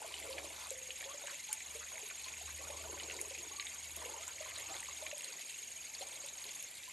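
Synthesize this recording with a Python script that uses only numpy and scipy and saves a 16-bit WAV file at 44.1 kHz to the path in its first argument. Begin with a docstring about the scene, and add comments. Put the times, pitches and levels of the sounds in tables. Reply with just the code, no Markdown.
"""A small pond under a rocky, overgrown bank, heard in narrow stereo.
In front, ducks paddle and dabble: their feet and bills trap bubbles that plop, and throw drops
that patter back, while water trickles in steadily. A cricket trills in the bushes, scraping its
wings, with others farther behind. Distant engines hum under a soft outdoor hush."""
import sys
import numpy as np
from scipy import signal
from scipy.fft import rfft, irfft
from scipy.io import wavfile

SR = 44100
rng = np.random.default_rng(int(sys.argv[2]) if len(sys.argv) > 2 else 0)


def inscribe(sig):
    """Save sig as 16-bit PCM at rate SR to the path in sys.argv[1].

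    A 1-D sig is mono; a 2-D sig holds one channel per row.
    Samples are clipped to [-1, 1] before scaling.
    """
    pcm = np.round(np.clip(np.atleast_2d(sig).T, -1, 1) * 32767)
    wavfile.write(sys.argv[1], SR, pcm.astype(np.int16))


N = 305245
TIME = np.arange(N) / SR
FREQS = np.maximum(np.arange(N // 2 + 1) * SR / N, 1)
BUBBLE_RISE = 0.12  # share by which a bubble's pitch climbs while it rings

# water lapping between the ducks' pushes, with a lull late on: (time [s], level [dB])
LAPPING_LEVEL = [(0, -63), (.63, -68), (1.1, -67), (1.42, -70), (3.45, -67), (3.7, -69), (4.3, -63.5),
                 (5.35, -66.5), (5.52, -74.5), (6.2, -64), (6.75, -72)]


def paddling(push_s=0.0042, settle_s=0.093):
    """Each push of the feet churns up a swarm of bubbles; a deep kick stirs up bigger ones."""
    # pushes of the feet: (time [s], length [s], shallow churn [dB], deep churn [dB])
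    pushes = [(0.0, 0.17, -58, -65.5), (0.212, 0.24, -55.5, -61.5), (1.006, 0.26, -61.5, -80),
              (1.916, 0.063, -60, -87), (2.257, 0.32, -66.5, -81), (2.59, 0.35, -56, -70),
              (2.823, 0.37, -59.5, -60), (3.249, 0.25, -64, -62.5), (3.967, 0.15, -54.5, -67),
              (4.433, 0.16, -63.5, -77), (4.679, 0.037, -53.5, -80), (4.99, 0.082, -62, -75),
              (5.267, 0.068, -62, -90), (5.998, 0.1, -66, -70), (6.444, 0.024, -62, -68.5)]
    # bubbles near the surface: (frequency [Hz], level [dB])
    shallow_spectrum = [(220, -21), (320, -6.5), (440, -3), (600, 1.5), (750, -2), (1050, 0.5),
                        (1250, -13.5), (1500, -0.5)]
    # bubbles from deeper down: (frequency [Hz], level [dB])
    deep_spectrum = [(200, -8), (300, -15), (370, 7.5), (500, -5)]
    shallow_power, deep_power = from_db(in_time(LAPPING_LEVEL)[0]) ** 2, np.zeros(N)
    for s, length, shallow_db, deep_db in pushes:
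        push = stirring(s, length, push_s, settle_s)
        shallow_power += (from_db(shallow_db) * push) ** 2
        deep_power += (from_db(deep_db) * push) ** 2
    shallow = bubble_swarm(shallow_spectrum, per_s=380, cycles=37, spread_db=0.5, clump_db=3, count=8000)
    deep = bubble_swarm(deep_spectrum, per_s=260, cycles=12, spread_db=-0.2, clump_db=3, count=4000)
    return np.sqrt(shallow_power) * shallow + np.sqrt(deep_power) * deep


def dabbling(dip_s=0.017, drain_s=0.086, stray_db=-69):
    """Bills dip, sift the floating grass and drain: bouts of fine spray, stray droplets between."""
    # bouts of dabbling: (time [s], length [s], level [dB])
    bouts = [(0.07, 0.16, -55), (0.636, 0.13, -58.5), (1.004, 0.11, -67), (1.244, 0.077, -54.5),
             (2.257, 0.99, -59), (3.55, 0.13, -55), (3.952, 0.18, -59.5), (4.325, 0.53, -56),
             (5.204, .09, -55.5), (5.922, 0.53, -59.5), (6.821, 0.14, -54.5)]
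    # fine bubbles at the bill: (frequency [Hz], level [dB])
    spectrum = [(1900, 7.5), (2300, 0), (2850, -0.5), (3300, -15.5), (4300, -1), (5500, -17), (9000, -2)]
    power = sum((from_db(db) * stirring(s, length, dip_s, drain_s)) ** 2 for s, length, db in bouts)
    level = np.sqrt(power + from_db(stray_db) ** 2) * from_db(2.6 * drift(18))
    spray = bubble_swarm(spectrum, per_s=330, cycles=19.5, spread_db=1.5, clump_db=3, count=12000)
    return treble_only(level * spray)


def sloshing(build_s=0.0059, calm_s=0.016):
    """A bill swishes sideways through the water and stirs up a lower slosh of bubbles."""
    # swishes: (time [s], length [s], level [dB])
    swishes = [(1.083, 0.046, -60), (1.268, 0.043, -53.5), (1.497, 0.028, -58), (1.804, 0.038, -54),
               (2.469, 0.023, -54), (4.006, 0.038, -58), (4.272, 0.027, -54), (4.414, 0.17, -59.5),
               (4.685, 0.025, -56)]
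    # bubbles in a swish: (frequency [Hz], level [dB])
    spectrum = [(950, -2), (1250, -2.5), (1550, -2.5), (2000, 1)]
    level = sum(from_db(db) * stirring(s, length, build_s, calm_s) for s, length, db in swishes)
    return level * bubble_swarm(spectrum, per_s=350, cycles=22, spread_db=-6, clump_db=-0.5, count=5000)


def plops(gain_db=-0.3, echo_s=0.039, echo_db=-11.5, loss_db=8.5):
    """Feet and bills push big bubbles under; the two banks throw each note back and forth."""
    # large bubbles: (time [s], starting pitch [Hz], level [dB], time to fall 60 dB [s])
    big_bubbles = [(0.018, 836, -31, 0.022), (0.044, 640, -33.5, 0.03), (0.289, 526, -42.5, 0.24),
                   (0.333, 541, -49, 0.29), (0.443, 594, -33.5, 0.029), (0.712, 515, -35, 0.058),
                   (0.747, 505, -46.5, 0.2), (0.812, 500, -50.5, 0.16), (0.888, 500, -48, 0.11),
                   (1.057, 544, -45, 0.22), (1.143, 576, -42, 0.094), (1.237, 569, -44, 0.09),
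                   (1.489, 850, -46.5, 0.17), (1.749, 448, -44.5, 0.1), (1.755, 591, -46.5, 0.17),
                   (2.029, 417, -44, 0.056), (2.259, 1020, -46.5, 0.088), (2.411, 697, -41.5, 0.042),
                   (2.608, 1093, -45, 0.089), (2.698, 580, -39, 0.11), (2.896, 486, -35, 0.018),
                   (3.308, 532, -41.5, 0.057), (3.512, 1100, -47.5, 0.097), (3.583, 1135, -44.5, 0.1),
                   (4.019, 950, -32, 0.024), (4.056, 480, -36.5, 0.063), (4.138, 905, -40.5, 0.1),
                   (4.405, 607, -37.5, 0.11), (4.457, 1020, -42, 0.065), (4.885, 1066, -27.5, 0.015),
                   (5.023, 608, -38.5, 0.11), (5.127, 591, -37.5, 0.13), (6.008, 550, -37.5, 0.049),
                   (6.238, 557, -42.5, 0.047), (6.876, 992, -48.5, 0.073)]
    out = np.zeros(N)
    for s, hz, db, t60 in big_bubbles:
        note = from_db(db + gain_db) * bubble(hz, t60, attack_s=0.0024)
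        add(out, s, note)
        for bounce in range(3):
            arrival = s + (bounce + 1) * echo_s + rng.normal(0, 0.00223)
            add(out, arrival, from_db(echo_db - bounce * loss_db) * note)
    return out


def gurgles(rise=0.25, wobble_depth=0.13):
    """A pocket of air closes behind a foot: its note swells, wobbles and glides up as it shrinks."""
    # air pockets: (time [s], length [s], starting pitch [Hz], level [dB])
    pockets = [(1.09, 0.035, 1043, -51), (1.312, 0.051, 543, -57), (3.52, 0.039, 790, -56),
               (4.18, 0.05, 603, -55), (4.21, 0.045, 1200, -56), (4.706, 0.029, 742, -52.5),
               (4.811, 0.026, 859, -55), (6.017, 0.02, 730, -46)]
    out = np.zeros(N)
    for s, length, hz, db in pockets:
        age = np.linspace(0, 1, int(length * SR))
        wobble = 1 + wobble_depth * drift(150)[:len(age)]
        add(out, s, from_db(db) * np.sin(np.pi * age) * wobble * tone(hz * (1 + rise * age ** 2)))
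    return out


def drops(ring_db=5.5, linger_db=-10.5, droplet_db=-7.5, cycles=24.5, swell_cycles=0.86):
    """A drop splashes and rings, its note lingers faintly, and three droplets land just after it."""
    # drops flung back onto the pond: (time [s], pitch [Hz], level [dB])
    landings = [(0.1398, 2910, -34), (0.3282, 4330, -37), (0.3815, 2310, -34.5), (0.9055, 2820, -32.5),
                (1.0087, 2240, -39), (1.0266, 1830, -42), (1.0415, 3360, -38.5), (1.2186, 2610, -47),
                (1.2715, 2830, -40), (1.2954, 1800, -44), (1.5292, 2170, -41.5), (1.605, 2280, -38.5),
                (1.8817, 2020, -47), (1.956, 2190, -43), (1.9795, 2070, -39.5), (2.101, 2350, -39),
                (2.111, 1450, -43.5), (2.2433, 4180, -38), (2.2836, 2430, -38), (2.3383, 2350, -40.5),
                (2.7015, 2460, -43), (2.9989, 2900, -35.5), (3.034, 4160, -39), (3.0988, 2686, -35),
                (3.111, 2670, -37), (3.3494, 2400, -38), (3.378, 2650, -40.5), (3.5975, 4050, -32.5),
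                (3.5977, 2240, -35.5), (3.6682, 3560, -34.5), (4.0505, 2750, -39.5), (4.5615, 4040, -37),
                (4.7658, 3460, -38.5), (4.798, 2550, -44), (5.0648, 2300, -33.5), (5.1135, 2680, -36.5),
                (5.208, 2700, -38.5), (5.244, 4100, -36), (5.5418, 2630, -43.5), (5.9495, 4340, -36.5),
                (6.0152, 4130, -36), (6.2614, 2600, -55), (6.286, 3890, -39), (6.441, 4090, -38.5),
                (6.4901, 4270, -39), (6.8349, 3600, -42)]
    out = np.zeros(N)
    for s, hz, db in landings:
        add(out, s, from_db(db + ring_db) * bubble(hz, cycles / hz, swell_cycles / hz))
        add(out, s, from_db(db + linger_db) * bubble(hz, t60=0.04, attack_s=0.0028, rise=0.18))
        for wait, detune in zip(rng.exponential(1, size=3), rng.standard_normal(size=3)):
            droplet_hz = min(hz * np.exp(0.2 * detune), SR / 4)
            droplet = bubble(droplet_hz, cycles / droplet_hz, swell_cycles / droplet_hz, rise=0)
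            gain = from_db(db + ring_db + droplet_db - 5.2 * wait)  # later ones are fainter
            add(out, s + 0.00107 + 0.0042 * wait, gain * droplet)
    return out + splashes(landings, gain_db=-4, decay_s=0.0046, band_hz=(1720, 4700))


def bursting_bubbles(snap_db=11, cycles=33):
    """A tiny bubble bursts at the surface with one sharp snap and a brief spit of spray."""
    # bursts: (time [s], pitch [Hz], level [dB])
    bursts = [(0.7056, 7500, -34), (1.2712, 7760, -40), (1.5285, 9400, -25.5), (3.214, 9670, -30),
              (3.9646, 11000, -36), (4.2793, 7340, -35), (4.584, 9100, -38), (4.8048, 8900, -37),
              (5.181, 8780, -38.5), (5.2446, 8500, -37.5), (6.262, 8900, -37.5), (6.626, 10610, -36.5)]
    out = np.zeros(N)
    for s, hz, db in bursts:
        add(out, s, from_db(db + snap_db) * bubble(hz, cycles / hz, attack_s=1 / hz, rise=0))
    return out + splashes(bursts, gain_db=-5, decay_s=0.0054, band_hz=(5480, 11800))


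def droplet_clicks(gain_db=-52, per_s=16, decay_s=0.00047, count=800):
    """Fine droplets hit grass and water with a dry click and trap no bubble."""
    out, t = np.zeros(N), np.arange(SR // 200) / SR
    when, chance, faintness = rng.random((count, 3)).T
    clicks = rng.standard_normal((count, len(t))) * np.exp(-t / decay_s)
    for k in np.flatnonzero(chance < per_s * N / SR / count):
        add(out, when[k] * N / SR, from_db(gain_db - np.log(faintness[k] + 0.065)) * clicks[k])
    return butterworth(out, 2, (1900, 9900), "band")


def ripples(gain_db=-2.5, uneven_db=5):
    """Small waves wash through the floating grass and against the bank, following the lapping."""
    # wash of the waves: (frequency [Hz], level [dB])
    spectrum = [(350, -17.5), (950, 4), (1230, 0.5), (1650, -4.5), (2100, -14.5)]
    return from_db(in_time(LAPPING_LEVEL)[0] + gain_db + uneven_db * drift(12)) * noise(spectrum)


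def trickle(gain_db=-52.5):
    """Water runs steadily into the pond as a dense swarm of tiny bubbles."""
    # bubbles at the inflow: (frequency [Hz], level [dB])
    spectrum = [(1950, 1), (2500, 1.5), (4200, -2), (5500, -7), (7500, -4), (9000, -0.5), (11000, 0.5),
                (12800, -75)]
    swarm = bubble_swarm(spectrum, per_s=1500, cycles=51, spread_db=5.5, clump_db=3.5, count=24000)
    return treble_only(from_db(gain_db) * swarm)


def near_cricket(mid_stroke_s=0.7014):
    """The nearest cricket in the bushes warms up, trills a little unevenly and stops at once."""
    # wing tempo: (time [s], rate [strokes/s])
    tempo = [(1.4, 22.76), (1.6, 22.63), (4.1, 22.63), (4.3, 22.77)]
    # course of the song: (time [s], pitch [Hz], level [dB])
    trill = [(.2, 6420, -68), (.48, 6570, -44.5), (.65, 6570, -46), (.7, 6680, -41.5), (3, 6720, -40.5),
             (6.655, 6690, -40.5), (6.68, 6770, -100)]
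    strokes = np.cumsum(in_time(tempo)[0]) / SR
    strokes = strokes - np.interp(mid_stroke_s, TIME, strokes) + 0.5
    hz, db = in_time(trill)
    return from_db(db) * wing_song(strokes, hz, waver_hz=12.5, uneven_db=1.15)


def far_crickets():
    """Crickets farther off keep up their own tempos."""
    # one row a cricket: (pitch [Hz], rate [strokes/s], level [dB])
    singers = [(7140, 22.9, -61.5), (7320, 18, -54)]
    out = np.zeros(N)
    for hz, rate, db in singers:
        strokes = rate * TIME + rng.random() + 0.066 * drift(1.8)
        out += from_db(db) * wing_song(strokes, hz, waver_hz=60.8, uneven_db=5.5)
    return out


def wing_song(strokes, hz, waver_hz, uneven_db):
    """Each closing of a cricket's wings draws the scraper over the file: one arched pip."""
    # the scraper speeds up and slows: (place in the cycle [0-1], level [dB], pitch drop [Hz])
    stroke_shape = [(0, -62, 159.5), (.25, -28, 159), (.34, -4.5, 100), (.46, -3.5, -0.5),
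                    (0.551, -3, 95.5), (.6, -17, 239.5), (.64, -9, 319.5), (.71, -49, 319.5)]
    place, db, drop_hz = np.transpose(stroke_shape)
    cycle = strokes % 1
    pitch = hz - np.interp(cycle, place, drop_hz) + waver_hz * drift(200)
    return from_db(np.interp(cycle, place, db) + uneven_db * drift(25)) * tone(pitch)


def far_engines(hum_db=-1.5, rumble_db=-1):
    """Of two distant engines, only the firing notes and a dull rumble carry to the pond."""
    # first engine's firing note: (time [s], pitch [Hz])
    firing_note = [(0, 74.9), (1.5, 71.8), (2.5, 74.95), (2.75, 76)]
    # its loudness: (time [s], level [dB])
    loudness = [(0.0, -78), (0.27, -63), (1.48, -78), (1.75, -64), (2.1, -78), (2.47, -58.5), (2.85, -58.5),
                (3.6, -70.5), (4.01, -58.5), (4.12, -71), (5.11, -67), (5.15, -101), (5.72, -75.5),
                (6.92, -78)]
    # its rumble: (frequency [Hz], level [dB])
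    rumble_spectrum = [(20, -27), (48, 6), (80, 11.5), (130, 0.5), (300, -9.5)]
    # the second engine swells and eases off: (time [s], pitch [Hz], level [dB])
    rev_curve = [(4.0, 79.7, -110), (4.1, 82.3, -85), (4.6, 107.6, -71.5), (4.78, 102, -72),
                 (4.95, 93.6, -100)]
    hum = from_db(hum_db) * np.sqrt(2) * tone(in_time(firing_note)[0] + 0.15 * drift(9.2))
    rumble = from_db(rumble_db) * noise(rumble_spectrum)
    rev_hz, rev_db = in_time(rev_curve)
    revving = from_db(rev_db) * np.sqrt(2) * tone(rev_hz)
    return from_db(in_time(loudness)[0]) * (hum + rumble) + revving


def bank_echo(x, echo_s, echo_db, scatter_db, t60=0.063):
    """The rock face returns one echo; stones and bushes scatter a short tail."""
    t = np.arange(SR // 2) / SR
    tail = rng.standard_normal(len(t)) * np.exp(-np.log(1000) * t / t60) * (t > 0.006)
    response = from_db(scatter_db) * tail / np.linalg.norm(tail)
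    response[int(echo_s * SR)] += from_db(echo_db)
    return signal.fftconvolve(x, response)[:N]


def hush(level_db):
    """Soft, steady outdoor noise all around the microphone."""
    # open air: (frequency [Hz], level [dB])
    spectrum = [(20, -34), (50, -8), (110, -2.5), (200, -3.5), (850, -4.5), (1200, -7.5), (1750, 2),
                (2200, 1.5), (4300, -2.5), (5600, -5.5), (7300, 8.5), (8000, -3.5), (10800, 3),
                (13000, -9.5)]
    return from_db(level_db) * noise(spectrum)


def bubble(hz, t60, attack_s, rise=BUBBLE_RISE):
    """A trapped bubble swells, rings out, and climbs in pitch as it nears the surface."""
    t = np.arange(int(t60 * SR) + 2) / SR
    envelope = (1 - np.exp(-(t / attack_s) ** 2)) * np.exp(-np.log(1000) * t / t60)
    return envelope * np.sin(2 * np.pi * hz * (1 + rise * t / t60 / 2) * t)


def bubble_swarm(spectrum, per_s, cycles, spread_db, clump_db, count):
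    """Out of count possible bubbles, some sound in clumps, each ringing for some cycles; rms 1."""
    out = np.zeros(N)
    when, chance, pitch, strength, life = rng.random((count, 5)).T
    onsets = when * N / SR
    clumps = np.interp(onsets, TIME, from_db(clump_db * drift(50)))
    low_hz, high_hz = spectrum[0][0], spectrum[-1][0]
    hz = low_hz * (high_hz / low_hz) ** pitch
    gain = gain_at(spectrum, hz) * hz * from_db(-spread_db * np.log(strength + 0.13))
    t60 = cycles * (0.5 + life) / hz
    for k in np.flatnonzero(chance < clumps * per_s * N / SR / count):
        add(out, onsets[k], gain[k] * bubble(hz[k], t60[k], attack_s=1 / hz[k]))
    return rms_one(out)


def splashes(events, gain_db, decay_s, band_hz):
    """A short splash of noise each time the surface breaks."""
    out, t = np.zeros(N), np.arange(SR // 50) / SR
    for s, _, db in events:
        add(out, s, from_db(db + gain_db) * rng.standard_normal(len(t)) * np.exp(-t / decay_s))
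    return butterworth(out, 4, band_hz, "band")


def stirring(s, length, attack_s, release_s):
    """A movement in the water builds up, holds for its length and dies away."""
    return np.clip((TIME - s) / attack_s, 0, 1) * np.exp(-np.maximum(TIME - s - length, 0) / release_s)


def treble_only(x, low_hz=1730):
    """The smallest bubbles make no low sound."""
    return butterworth(x, 6, low_hz, "high")


def butterworth(x, order, hz, kind):
    """Low-, high- or band-pass filter."""
    return signal.sosfilt(signal.butter(order, hz, kind, fs=SR, output="sos"), x)


def from_db(db):
    """Decibels to gain."""
    return 10 ** (np.asarray(db) / 20)


def rms_one(x):
    """Scale to rms 1."""
    return x / np.sqrt(np.mean(x ** 2) + 1e-20)


def in_time(rows):
    """Each column of a curve, sample by sample."""
    s, *columns = np.transpose(rows)
    return [np.interp(TIME, s, column) for column in columns]


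def gain_at(spectrum, hz):
    """Read a spectrum on a log-frequency axis."""
    points, db = np.transpose(spectrum)
    return from_db(np.interp(np.log(hz), np.log(points), db))


def drift(per_s):
    """Smooth random wander, rms 1."""
    knots = rng.standard_normal(2048)
    return rms_one(np.interp(TIME * per_s, np.arange(len(knots)), knots))


def tone(hz):
    """A sine that follows a pitch curve."""
    return np.sin(2 * np.pi * np.cumsum(hz) / SR)


def noise(spectrum):
    """Noise of a given colour, rms 1."""
    return rms_one(irfft(rfft(rng.standard_normal(N)) * gain_at(spectrum, FREQS), N))


def add(out, s, sound):
    """Mix a sound in at time s."""
    start = max(int(s * SR), 0)
    out[start:start + len(sound)] += sound[:max(N - start, 0)]


def scene():
    """Water in front of the microphone, crickets on the bank, engines far off; left and right."""
    water = trickle() + paddling() + dabbling() + sloshing() + ripples()
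    water += plops() + gurgles() + drops() + bursting_bubbles() + droplet_clicks()
    near = water + near_cricket()
    mid = near + hush(-54.5) + bank_echo(near, echo_s=0.025, echo_db=-23.5, scatter_db=-10)
    mid += far_crickets() + far_engines()
    # a faint stereo spread of water and hush, kept to the lows and lower middle
    diffuse = bank_echo(water, echo_s=0.02, echo_db=-29, scatter_db=-26.5) + hush(-67)
    side = butterworth(diffuse, 4, (110, 1500), "band")
    return np.array([mid + side, mid - side])


def record(dry):
    """The channels differ in phase, the microphone dulls the highest treble, and the top is cut."""
    # the right channel leads the left in the lower middle and top treble, centred between:
    # (frequency [Hz], phase [rad])
    right_lead = [(150, 0.19), (500, 0.66), (1400, 1.34), (2100, 0), (8800, 0.011), (9100, 1.42),
                  (10270, np.pi), (11800, 2 * np.pi)]
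    lead = np.interp(FREQS, *np.transpose(right_lead))
    left_only = np.array([[1], [0]])
    channels = irfft(rfft(dry) * np.exp(-1j * lead * left_only), N)
    dulled = butterworth(channels, 8, 12400, "low")
    cutoff_hz = 16473
    return signal.sosfilt(signal.cheby2(12, 70, cutoff_hz, fs=SR, output="sos"), dulled)


dry = scene()
out = record(dry)
inscribe(out)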